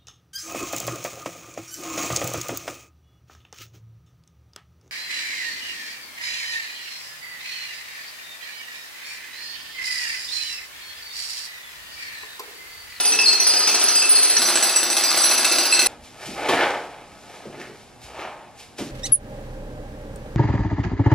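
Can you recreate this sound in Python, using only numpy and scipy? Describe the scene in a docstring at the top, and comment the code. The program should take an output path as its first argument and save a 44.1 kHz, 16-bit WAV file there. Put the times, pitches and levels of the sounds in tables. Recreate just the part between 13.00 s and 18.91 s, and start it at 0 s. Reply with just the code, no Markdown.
"""A bare, echoing basement: an electric breaker hammers the concrete floor, about 14.5 blows a second.
It is heard from round a corner, then at 1.39 s abruptly from within the same room.
Each blow rings the modes of the steel chisel, crushes concrete in noisy grains and shakes the housing.
At 2.87 s it stops dead; a shovel then scrapes, skids and knocks in the stony soil of a trench,
made of shaped clicks and noise over faint air. Two close microphone ports hear it all."""
import sys
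import numpy as np
from scipy import signal
from scipy.fft import rfft, irfft, next_fast_len
from scipy.io import wavfile
from scipy.ndimage import uniform_filter1d, minimum_filter1d

SR = 44100
rng = np.random.default_rng(int(sys.argv[2]) if len(sys.argv) > 2 else 0)


def output_pcm(signal):
    """Save a mono or channel-first signal as 16-bit PCM at the path in sys.argv[1].

    Samples are clipped to [-1, 1] before scaling.
    """
    pcm = np.clip(np.atleast_2d(signal).T, -1, 1) * 32767
    wavfile.write(sys.argv[1], SR, np.round(pcm).astype(np.int16))


N = 260631
TIME = np.arange(N) / SR
MOVE_S, STOP_S = 1.39, 2.872  # the microphone is in the room from MOVE_S; the breaker stops at STOP_S


def amp(db):
    """Decibels to gain."""
    return 10 ** (np.asarray(db) / 20)


def unit(x):
    """Scale to rms 1."""
    return x / np.sqrt(np.mean(x ** 2))


def fade(t60, size=N):
    """Exponential decay that loses 60 dB in t60 seconds."""
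    return np.exp(-np.log(1000) * TIME[:size] / t60)


def gains(points, size=N):
    """Gain of a (Hz, dB) spectrum at each frequency bin."""
    hz, db = np.transpose(points)
    bins_hz = np.fft.rfftfreq(size, 1 / SR)
    return amp(np.interp(np.log(bins_hz + 1), np.log(hz), db))


def colour(x, points):
    """Give x a (Hz, dB) spectrum; rms 1."""
    size = next_fast_len(len(x), True)
    shaped = irfft(rfft(x, size) * gains(points, size), size)
    return unit(shaped[:len(x)])


def coloured_noise(points, size=N):
    """Steady noise with a (Hz, dB) spectrum; rms 1."""
    return colour(rng.standard_normal(size), points)


def grains(rate, spread_db, size=N):
    """Stony clicks at random, rate a second, mostly small and a few large; rms 1."""
    chance = rng.random(size)
    sizes = amp(spread_db * np.minimum(rng.exponential(size=size), 4))
    signs = rng.choice([-1, 1], size)
    return unit((chance < rate / SR) * sizes * signs)


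def add(track, s, sound):
    """Mix a sound into a track at time s."""
    start = int(np.clip(s * SR, 0, len(track) - 1))
    track[start:start + len(sound)] += sound[:len(track) - start]


# How firmly the bit bears on the slab. Each row: time in seconds, change of blow level in dB.
BIT_BEARING = [(0, -4.5), (0.19, -2), (0.27, -4.5), (0.37, -5), (0.47, -0.5), (0.59, -3), (0.68, -1.5),
               (1.3, -3), (1.42, 0), (1.74, -1), (1.84, -6), (1.9, -2), (1.97, -1), (2.33, 1.5),
               (2.65, -2.5), (2.86, 0)]
# Each place's beat: time of one blow in seconds, blows a second.
CORNER_BEAT, ROOM_BEAT = (0.0521, 14.468), (1.4185, 14.585)
TIMING_SLOP_S = 0.001  # standard deviation
# An ordinary blow at each place: chisel ring, crushed concrete, clang near 4.2 kHz, all relative dB.
CORNER_BLOW, ROOM_BLOW = (-16, -25, -27), (-11.5, -25, -27.5)
BLOW_SPREAD_DB = (1.2, 0.7, 1.4)  # standard deviation from blow to blow, same columns


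def hammer(beat, ordinary, start, end):
    """Blows on a steady beat, each a little different: rows (s, ring dB, crush dB, clang dB)."""
    first, rate = beat
    times = first + np.arange(np.floor((start - first) * rate), (end - first) * rate) / rate
    chance = rng.standard_normal((len(times), 1 + len(ordinary)))
    bearing = np.interp(times, *np.transpose(BIT_BEARING))
    levels = ordinary + chance[:, 1:] * BLOW_SPREAD_DB + bearing[:, None]
    return np.column_stack([times + TIMING_SLOP_S * chance[:, 0], levels])


# The bit lands hard or askew and a note clangs out. Each row: time in seconds, note in Hz, extra dB.
CLANGING_NOTES = [(0.12, 2640, 9), (0.12, 5950, 12), (0.19, 2640, 19), (0.19, 7900, 7), (0.26, 4200, 6.5),
                  (0.26, 7900, 12.5), (0.40, 5950, 16.5), (0.47, 5950, 0), (0.47, 7900, 1), (0.74, 7900, 0),
                  (0.88, 7900, 0), (1.02, 2640, 19), (1.16, 7900, -1), (1.36, 4200, 10), (1.36, 5950, 7),
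                  (1.56, 7900, 15), (1.62, 7900, 14), (1.76, 7900, 9), (1.97, 4200, 10.5), (2.04, 5950, 2),
                  (2.04, 7900, 10), (2.45, 2640, 6), (2.52, 4200, 11.5), (2.58, 4200, 18), (2.58, 5950, 7),
                  (2.65, 2640, 9), (2.72, 2640, 14), (2.72, 4200, 11), (2.72, 7900, 12), (2.79, 4200, 14),
                  (2.86, 4200, 13)]
NOTE_WIDTH = .04  # modes within this fraction of the note join in


def clangs(times, hz):
    """Extra dB that each blow, landing hard or askew, gives to the steel's mode at hz."""
    extra = np.zeros(len(times))
    period = np.diff(times).mean()
    for s, note_hz, extra_db in CLANGING_NOTES:
        this_blow = np.abs(times - s) < period / 2
        extra += extra_db * this_blow * (abs(hz / note_hz - 1) < NOTE_WIDTH)
    return extra


# Modes of the steel chisel. Each row: pitch in Hz, ring t60 in seconds,
# relative level in dB round the corner, relative level in dB in the room.
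CHISEL_MODES = [(1375, 0.039, -6.5, -14.5), (2636, 0.05, -3.5, -4.5), (4151, 0.05, 13, 14.5),
                (4269, 0.04, 13.5, 12.5), (5406, 0.06, -2.5, -12), (5890, 0.053, 3.5, 4.5),
                (5960, 0.046, -3, -1), (6212, 0.045, 1.5, -1.5), (7908, 0.07, 0.5, 1.5),
                (8473, 0.065, 2, 1), (9878, 0.08, 10, 1), (10092, 0.09, 8.5, 1), (10951, 0.1, -3, -4),
                (12164, 0.08, -4, -3), (13636, 0.08, -7, -12), (14364, 0.1, 0, -6)]
# The whistling pair of modes near 10 kHz builds as the bit sinks. Each row: time in seconds, extra dB.
WHISTLE_LEVEL = [(0, -2), (.4, -5), (.8, -1), (1.2, 5), (1.36, 3), (1.44, 0)]
# The grip of the concrete on the bit. Each row: flutter rate in Hz, relative level in dB.
GRIP = [(4, -11), (20, 2.5), (50, -14), (150, -50), (1000, -100)]


def chisel(blows, mode_db, scatter_db, rattle_db, contact_t60, waver_hz, flutter_db, size=SR // 20):
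    """Each blow shares itself anew among the modes; the bit's rattle in its hole keeps them going."""
    times, ring_db, _, clang_db = blows.T
    t = TIME[:int(times[-1] * SR) + size]
    push = fade(contact_t60, size) * (1 - np.exp(-TIME[:size] / 0.00075))
    push /= push.sum()
    rattle = grains(250, 5.3)[:len(t)] / np.sqrt(np.diff(times).mean() * SR)
    latest = np.maximum(np.searchsorted(times, t) - 1, 0)  # the blow that each sample follows
    grip = coloured_noise(GRIP)
    whistle_db = np.interp(times, *np.transpose(WHISTLE_LEVEL))
    out = np.zeros(N)
    for (hz, t60, *_), db in zip(CHISEL_MODES, mode_db):
        # how the bit is seated decides how much its clanging and whistling modes take
        drive_db = clang_db if 3800 < hz < 4550 else ring_db + whistle_db * (9300 < hz < 10500)
        share, turn, detune = rng.standard_normal((len(times), 3)).T
        # complex, so that each blow starts the mode at its own phase
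        force = amp(rattle_db + drive_db)[latest] * np.roll(rattle, rng.integers(N)) + 0j
        strengths = amp(drive_db + clangs(times, hz) + scatter_db * share) * np.exp(2j * np.pi * turn)
        for s, strength in zip(times, strengths):
            add(force, s, strength * push)
        swing = signal.lfilter([1], [1, -np.exp(-np.log(1000) / (t60 * SR))], force)
        # the changing grip of the concrete bends each mode's pitch a little and makes it flutter
        phase = 2 * np.pi * np.cumsum(hz + waver_hz * np.interp(t, times, detune)) / SR
        flutter = flutter_db * np.roll(grip, rng.integers(N))[:len(t)]
        add(out, 0, amp(db + flutter) * np.real(swing * np.exp(1j * phase)))
    return signal.sosfilt(signal.butter(4, 900, "highpass", fs=SR, output="sos"), out)


# Crushed concrete and housing clatter. Each row: frequency in Hz,
# relative level in dB round the corner, relative level in dB in the room.
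CRUSH_SPECTRA = [(30, -40, -33), (90, -23, -25), (129, -30, -21.5), (175, -11.5, -10), (223, -5, -9.5),
                 (298, -2.5, 3.5), (454, 4, -1), (560, -3, 1), (740, 1.5, 3.5), (1020, -2.5, 3),
                 (1300, 2, 2.5), (2000, 1, 2), (3080, 2.5, 0.5), (3620, 0, 4), (6200, 7.5, 3),
                 (7020, -4.5, -3), (10900, -35, -2.5), (15000, -19, -35)]
# Uneven crumbling. Each row: rate in Hz, relative level in dB.
CRUMBLING = [(10, -24), (50, -5.0), (160, -10.5), (500, -23), (2000, -90)]
CHIP_DB, CHIP_T60_S = -3.5, 0.011  # chip of an ordinary blow against its crush; clanging adds to it


def concrete(blows, spectrum, crush_t60, rebound_db, clatter_db, crumble_db, size=SR // 6):
    """Concrete crumbles and chips under each blow; the tool bounces once, the housing clatters on."""
    force = np.zeros(N)
    crush = fade(crush_t60, size)
    chip = fade(CHIP_T60_S, size)
    hard = clangs(blows[:, 0], CHISEL_MODES[2][0])  # a blow that clangs near 4.2 kHz chips more
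    for (s, _, crush_db, *_), hard_db in zip(blows, hard):
        add(force, s, amp(crush_db) * (crush + amp(CHIP_DB + hard_db) * chip))
        add(force, s + rng.uniform(0.0082, 0.05), amp(crush_db + rebound_db) * crush)
    clatter = amp(clatter_db + np.interp(TIME, blows[:, 0], blows[:, 2]))
    force = np.hypot(force, clatter)
    crumble = amp(crumble_db * coloured_noise(CRUMBLING))
    return colour(grains(8000, 2.3) * crumble * force, spectrum) * np.sqrt(np.mean(force ** 2))


# The singing mode comes and goes. Each row: time in seconds, level in dB.
SINGING_LEVEL = [(0, -46), (.08, -20.5), (.13, -38), (.18, -36), (.24, -24), (.31, -18.5), (.39, -37),
                 (.46, -21.5), (.68, -23.5), (.8, -29.5), (.98, -22), (1.1, -32), (1.16, -22.5), (1.3, -31),
                 (1.45, -29), (1.6, -35), (1.69, -28), (1.93, -33.5), (2.05, -23.5), (2.33, -33),
                 (2.42, -28), (2.54, -27), (2.73, -27.5), (2.86, -34)]
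SINGING_HZ, SINGING_WAVER_HZ, SINGING_FLUTTER_DB = 4884, 15, 2.6  # waver and flutter are rms
# Each row: rate of wavering in Hz, relative level in dB.
WAVERING = [(25, 0), (100, -24), (1000, -90)]


def singing():
    """Rubbing in its hole keeps one chisel mode singing between blows, wavering in pitch and level."""
    waver, flutter = coloured_noise(WAVERING), coloured_noise(WAVERING)
    phase = 2 * np.pi * np.cumsum(SINGING_HZ + SINGING_WAVER_HZ * waver) / SR
    db = np.interp(TIME, *np.transpose(SINGING_LEVEL)) + SINGING_FLUTTER_DB * flutter
    port_phase = np.array([[1], [-1]]) * np.pi / 4  # the two ports hear it a quarter cycle apart
    return amp(db) * np.sqrt(2) * np.sin(phase + port_phase)


def echoes(t60, treble_t60, size=SR):
    """Dense reflections from bare walls; the treble dies first."""
    noise = rfft(rng.standard_normal(size))
    low = 1 / (1 + (np.fft.rfftfreq(size, 1 / SR) / 3500) ** 2)
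    tail = irfft(noise * low) * fade(t60, size)
    tail += irfft(noise * (1 - low)) * fade(treble_t60, size)
    tail *= 1 - np.exp(-TIME[:size] / 0.00034)
    return tail / np.sqrt(np.sum(tail ** 2))


def basement(x, side, wet_db, t60, treble_t60, size=2 ** 19):
    """Direct sound and echoes at two close ports: alike in the bass, out of step in the treble."""
    wet = amp(wet_db)
    # mid and side hear the same sound through separate echoes
    mid, diff = (rfft(x + wet * signal.fftconvolve(x, echoes(t60, treble_t60))[:N], size)
                 for _ in range(2))
    ratio = gains(side, size)
    ports = mid + np.array([[1j], [-1j]]) * ratio * diff
    ports /= np.sqrt((1 + ratio ** 2) * (1 + wet ** 2))
    return irfft(ports)[:, :N]


# Side against mid at the two microphone ports, round the corner.
# Each row: frequency in Hz, side minus mid in dB.
CORNER_PORTS = [(1300, -84), (2400, -17.5), (4400, -2), (6000, 6), (8100, 6.5), (14000, 27.5)]
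# The same in the room with the breaker. Each row: frequency in Hz, side minus mid in dB.
ROOM_PORTS = [(1300, -61), (2400, -25.5), (4400, -7), (8100, 1.5), (11000, 4.5), (14000, 9)]


def breaker():
    """Hammering steel and concrete: blurred by echo round the corner, sharper blows in the room."""
    modes, crush = np.transpose(CHISEL_MODES), np.array(CRUSH_SPECTRA)
    far = hammer(CORNER_BEAT, CORNER_BLOW, 0, MOVE_S)
    near = hammer(ROOM_BEAT, ROOM_BLOW, MOVE_S, STOP_S)
    corner = amp(-6.5) * chisel(far, modes[2], scatter_db=5.0, rattle_db=-1.5, contact_t60=0.016,
                                waver_hz=9.54, flutter_db=4.5)
    corner += amp(8.5) * concrete(far, crush[:, :2], crush_t60=0.14, rebound_db=-8,
                                  clatter_db=-17.5, crumble_db=2.0)
    room = amp(-10.0) * chisel(near, modes[3], scatter_db=4.0, rattle_db=1.5, contact_t60=0.0069,
                               waver_hz=9.2, flutter_db=3.56)
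    room += amp(8) * concrete(near, crush[:, ::2], crush_t60=0.11, rebound_db=-18.5,
                              clatter_db=-10.0, crumble_db=5.0)
    corner = basement(corner, CORNER_PORTS, wet_db=2.5, t60=1.0, treble_t60=0.4)
    room = basement(room, ROOM_PORTS, wet_db=0.5, t60=1.0, treble_t60=0.26)
    return (np.where(TIME < MOVE_S, corner, room) + singing()) * (TIME < STOP_S)


# Still air in the basement. Each row: frequency in Hz, relative level in dB per Hz.
AIR_SPECTRUM = [(15, -35), (25, -1), (96, 4), (380, 0), (554, -3), (780, -0.5), (1150, -7.5), (2940, -15.5),
                (10700, -20), (12300, -25), (14000, -70)]
AIR_DB, AIR_SIDE_DB = -50.5, -8  # level of the air; its side against that


def still_air():
    """The faint, steady noise of the basement's air."""
    return amp(AIR_DB) * coloured_noise(AIR_SPECTRUM)


# Dull bumps in the bass. Each row: time in seconds, level in dB, t60 in seconds.
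DULL_BUMPS = [(2.876, -48.5, 0.5), (2.989, -46, .25), (3.258, -44, 0.4), (4.127, -51, 0.3),
              (5.043, -42, .15), (5.791, -42, 0.2)]
# Each row: frequency in Hz, relative level in dB.
BUMP_SPECTRUM = [(20, -20), (50, 18), (90, 12), (170, -4), (600, -58), (4000, -90)]


def bumps(size=SR // 2):
    """Soft bumps low in the bass: decaying bursts of deep noise."""
    out = np.zeros(N)
    for s, db, t60 in DULL_BUMPS:
        add(out, s, amp(db) * fade(t60, size) * coloured_noise(BUMP_SPECTRUM, size))
    return out


SWELL_DB = 16  # a stroke rises by this much during its swell


def effort(peak_s, swell_s, t60):
    """A stroke swells to full force, then dies away."""
    since = TIME - peak_s
    swell = amp(SWELL_DB * np.minimum(since, 0) / swell_s)
    return swell * np.exp(-np.log(1000) * np.maximum(since, 0) / t60)


# Shovel strokes in the trench. Each row: time of full force in seconds, swell in seconds,
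# release t60 in seconds, blade grinding in relative dB, sliding grit in relative dB.
SHOVEL_STROKES = [(2.878, 0.038, 0.24, -35.5, -43), (3.055, 0.068, 0.73, -67, -48.5),
                  (3.26, 0.093, 1.14, -36.5, -37.5), (3.43, 0.091, .8, -26, -41),
                  (3.51, 0.063, 0.73, -18, -33), (3.62, 0.14, 1.02, -24, -39),
                  (4.15, 0.24, 0.37, -47.5, -59.5), (4.36, 0.47, 1.3, -48.5, -49),
                  (4.62, 0.13, 0.65, -45, -49.5), (4.79, .15, 1.1, -55, -53), (5.04, 0.042, 0.56, -72, -45),
                  (5.2, 0.12, 0.76, -33, -49), (5.595, 0.038, 0.5, -72, -44),
                  (5.789, 0.018, 0.55, -40.5, -37)]
# The blade in stony soil. Each row: frequency in Hz, relative level in dB.
GRIND_SPECTRUM = [(59, -55), (100, -40), (243, -15.5), (299, -4), (512, -1.5), (859, -0.5), (1150, -12),
                  (1270, -3.5), (1380, -8.5), (2520, -11), (3900, -20), (10500, -63), (14000, -90)]
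# Loose grit. Each row: frequency in Hz, relative level in dB.
GRIT_SPECTRUM = [(200, -34), (900, -10), (2500, 4.5), (5500, 2.5), (8500, -2), (12000, -5), (15000, -33)]
# Small jerks of the blade. Each row: rate in Hz, relative level in dB.
JERKS = [(5, 27), (25, 10), (70, -17), (200, -46), (1000, -90)]
SHIFTING_DB = (-60, -72)  # soil keeps shifting between strokes: grinding, grit, in relative dB


def shovel():
    """The blade grinds over stones in small jerks while fine grit slides off it."""
    power = amp(SHIFTING_DB)[:, None] ** 2
    for peak_s, swell_s, t60, grind_db, grit_db in SHOVEL_STROKES:
        power = power + np.outer(amp([grind_db, grit_db]), effort(peak_s, swell_s, t60)) ** 2
    grinding, sliding = np.sqrt(power)
    jerks = amp(4.0 * coloured_noise(JERKS) - 2.5)
    grind = grinding * jerks * colour(grains(3500, 3.8), GRIND_SPECTRUM)
    grit = sliding * amp(1.0) * colour(grains(3000, 1.3), GRIT_SPECTRUM)
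    return grind + grit


# Knocks of shovel and clods in the trench. Each row: time in seconds, thud in relative dB,
# stony crack in relative dB, thud pitch in Hz, crack pitch in Hz.
TRENCH_KNOCKS = [(3.038, -62, -47, 201, 2500), (3.255, -42, -46, 170, 1200),
                 (3.275, -29.5, -48, 288.4, 900), (3.33, -37, -46, 290, 900), (3.487, -21, -16, 420, 1050),
                 (3.499, -22.5, -32, 350, 1500), (3.535, -31, -23.5, 233, 920), (3.645, -45, -27, 405, 796),
                 (3.703, -37, -28.5, 536, 740), (4.119, -71, -51, 206, 870), (4.455, -32.5, -48, 416, 700),
                 (4.456, -31.5, -48, 182, 700), (4.554, -41, -54, 370, 704), (4.598, -35, -40.5, 385, 1600),
                 (4.696, -38, -61, 407, 800), (5.016, -66, -49, 400, 4070), (5.155, -54, -47, 450, 780),
                 (5.211, -55, -44, 386, 1300), (5.783, -33, -34.5, 320, 1930),
                 (5.788, -30.5, -45, 578, 750), (5.804, -22.5, -38, 270.6, 750),
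                 (5.898, -35, -53, 323, 800)]
# The packed soil's response. Each row: multiple of the thud pitch, relative level in dB.
SOIL_THUD = [(.08, -29), (.25, -26), (.45, -8.5), (.66, -6), (1, -1), (1.4, -6.5), (2.4, -26), (4, -40),
             (12, -57)]
# Steel on stone. Each row: multiple of the crack pitch, relative level in dB.
STONE_CRACK = [(.15, -1), (.55, 5), (1, 9.5), (1.8, 6.5), (3.2, 3.5), (6, -9), (11, -11.5), (18, -52),
               (24, -62)]


def knocks(thud_t60, boom_db, boom_t60, crack_t60, tick_db, tick_t60, size=SR // 2):
    """A knock thumps the packed soil, booms at one pitch and cracks on stone with a sharp first tick."""
    out = np.zeros(N)
    snap = fade(crack_t60, size) + amp(tick_db) * fade(tick_t60, size)
    for s, thud_db, crack_db, thud_hz, crack_hz in TRENCH_KNOCKS:
        thud = coloured_noise(np.array(SOIL_THUD) * [thud_hz, 1], size) * fade(thud_t60, size)
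        boom = np.sin(2 * np.pi * thud_hz * TIME[:size]) * fade(boom_t60, size)
        crack = colour(grains(6000, 1.4, size), np.array(STONE_CRACK) * [crack_hz, 1]) * snap
        thump = thud / np.sqrt(2) + amp(boom_db) * boom
        add(out, s, amp(thud_db) * thump + amp(crack_db) * crack)
    return signal.sosfilt(signal.butter(3, 75, "highpass", fs=SR, output="sos"), out)


# The blade's edge skids on a stone. Each row: time of full force in seconds, swell in seconds,
# release t60 in seconds, level in dB, pitch in Hz.
STONE_SKIDS = [(3.25, 0.037, 0.27, -49, 2650), (3.47, 0.1, .2, -35.5, 2440), (3.61, 0.083, 0.33, -21, 1970),
               (3.65, 0.08, 0.57, -23.5, 800), (4.61, 0.13, 0.13, -42, 407),
               (4.615, 0.055, 0.35, -38.5, 1980), (5.19, 0.14, 0.96, -37, 830),
               (5.22, 0.14, 0.5, -41.5, 2730), (5.27, 0.058, 0.49, -41, 1260)]
# A stone rasped by the blade. 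Each row: multiple of its pitch, relative level in dB.
STONE_RASP = [(.2, -35), (.65, -5.5), (1, -2), (1.4, -11.5), (2.2, -19), (6, -55)]


def skids():
    """The edge sticks and slips on a stone in sparse clicks; each stone rasps at its own pitch."""
    out = np.zeros(N)
    for peak_s, swell_s, t60, db, hz in STONE_SKIDS:
        rasp = colour(grains(700, 1.2), np.array(STONE_RASP) * [hz, 1])
        out += amp(db) * effort(peak_s, swell_s, t60) * rasp
    return out


# Side against mid at the microphone ports, by the trench.
# Each row: frequency in Hz, side minus mid in dB.
TRENCH_PORTS = [(60, -46), (200, -15), (500, -20), (1200, -23), (2400, -13), (4400, -5), (8100, 1),
                (15000, 6)]


def digging():
    """Shovel work over the faint noise of the basement, once the breaker has stopped."""
    air, air_side = still_air(), still_air()
    scrapes = basement(shovel() + skids() + air + bumps(), TRENCH_PORTS,
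                       wet_db=-5.5, t60=0.58, treble_t60=0.21)
    blows = knocks(thud_t60=0.29, boom_db=-1.5, boom_t60=.2, crack_t60=0.19,
                   tick_db=-19.0, tick_t60=0.014)
    blows = basement(blows, TRENCH_PORTS, wet_db=-3.5, t60=0.7, treble_t60=0.7)
    wide_air = amp(AIR_SIDE_DB) * air_side * np.array([[1], [-1]])
    return (scrapes + blows + wide_air) * (TIME >= STOP_S)


def scene():
    """Breaking, then digging."""
    return breaker() + digging()


CEILING_DB, LIMITER_S = -3, .004  # the limiter's ceiling and the time it takes to act
TOP_HZ = 15300  # upper edge of the recorder's band


def record(dry):
    """The recorder's limiter turns both ports down together at loud peaks; a filter cuts the top."""
    size = int(LIMITER_S * SR)
    headroom = np.minimum(1, amp(CEILING_DB) / (np.abs(dry).max(axis=0) + 1e-9))
    gain = uniform_filter1d(minimum_filter1d(headroom, 2 * size), size)
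    return signal.sosfilt(signal.ellip(8, .2, 70, TOP_HZ, fs=SR, output="sos"), dry * gain)


dry = scene()
out = record(dry)
output_pcm(out)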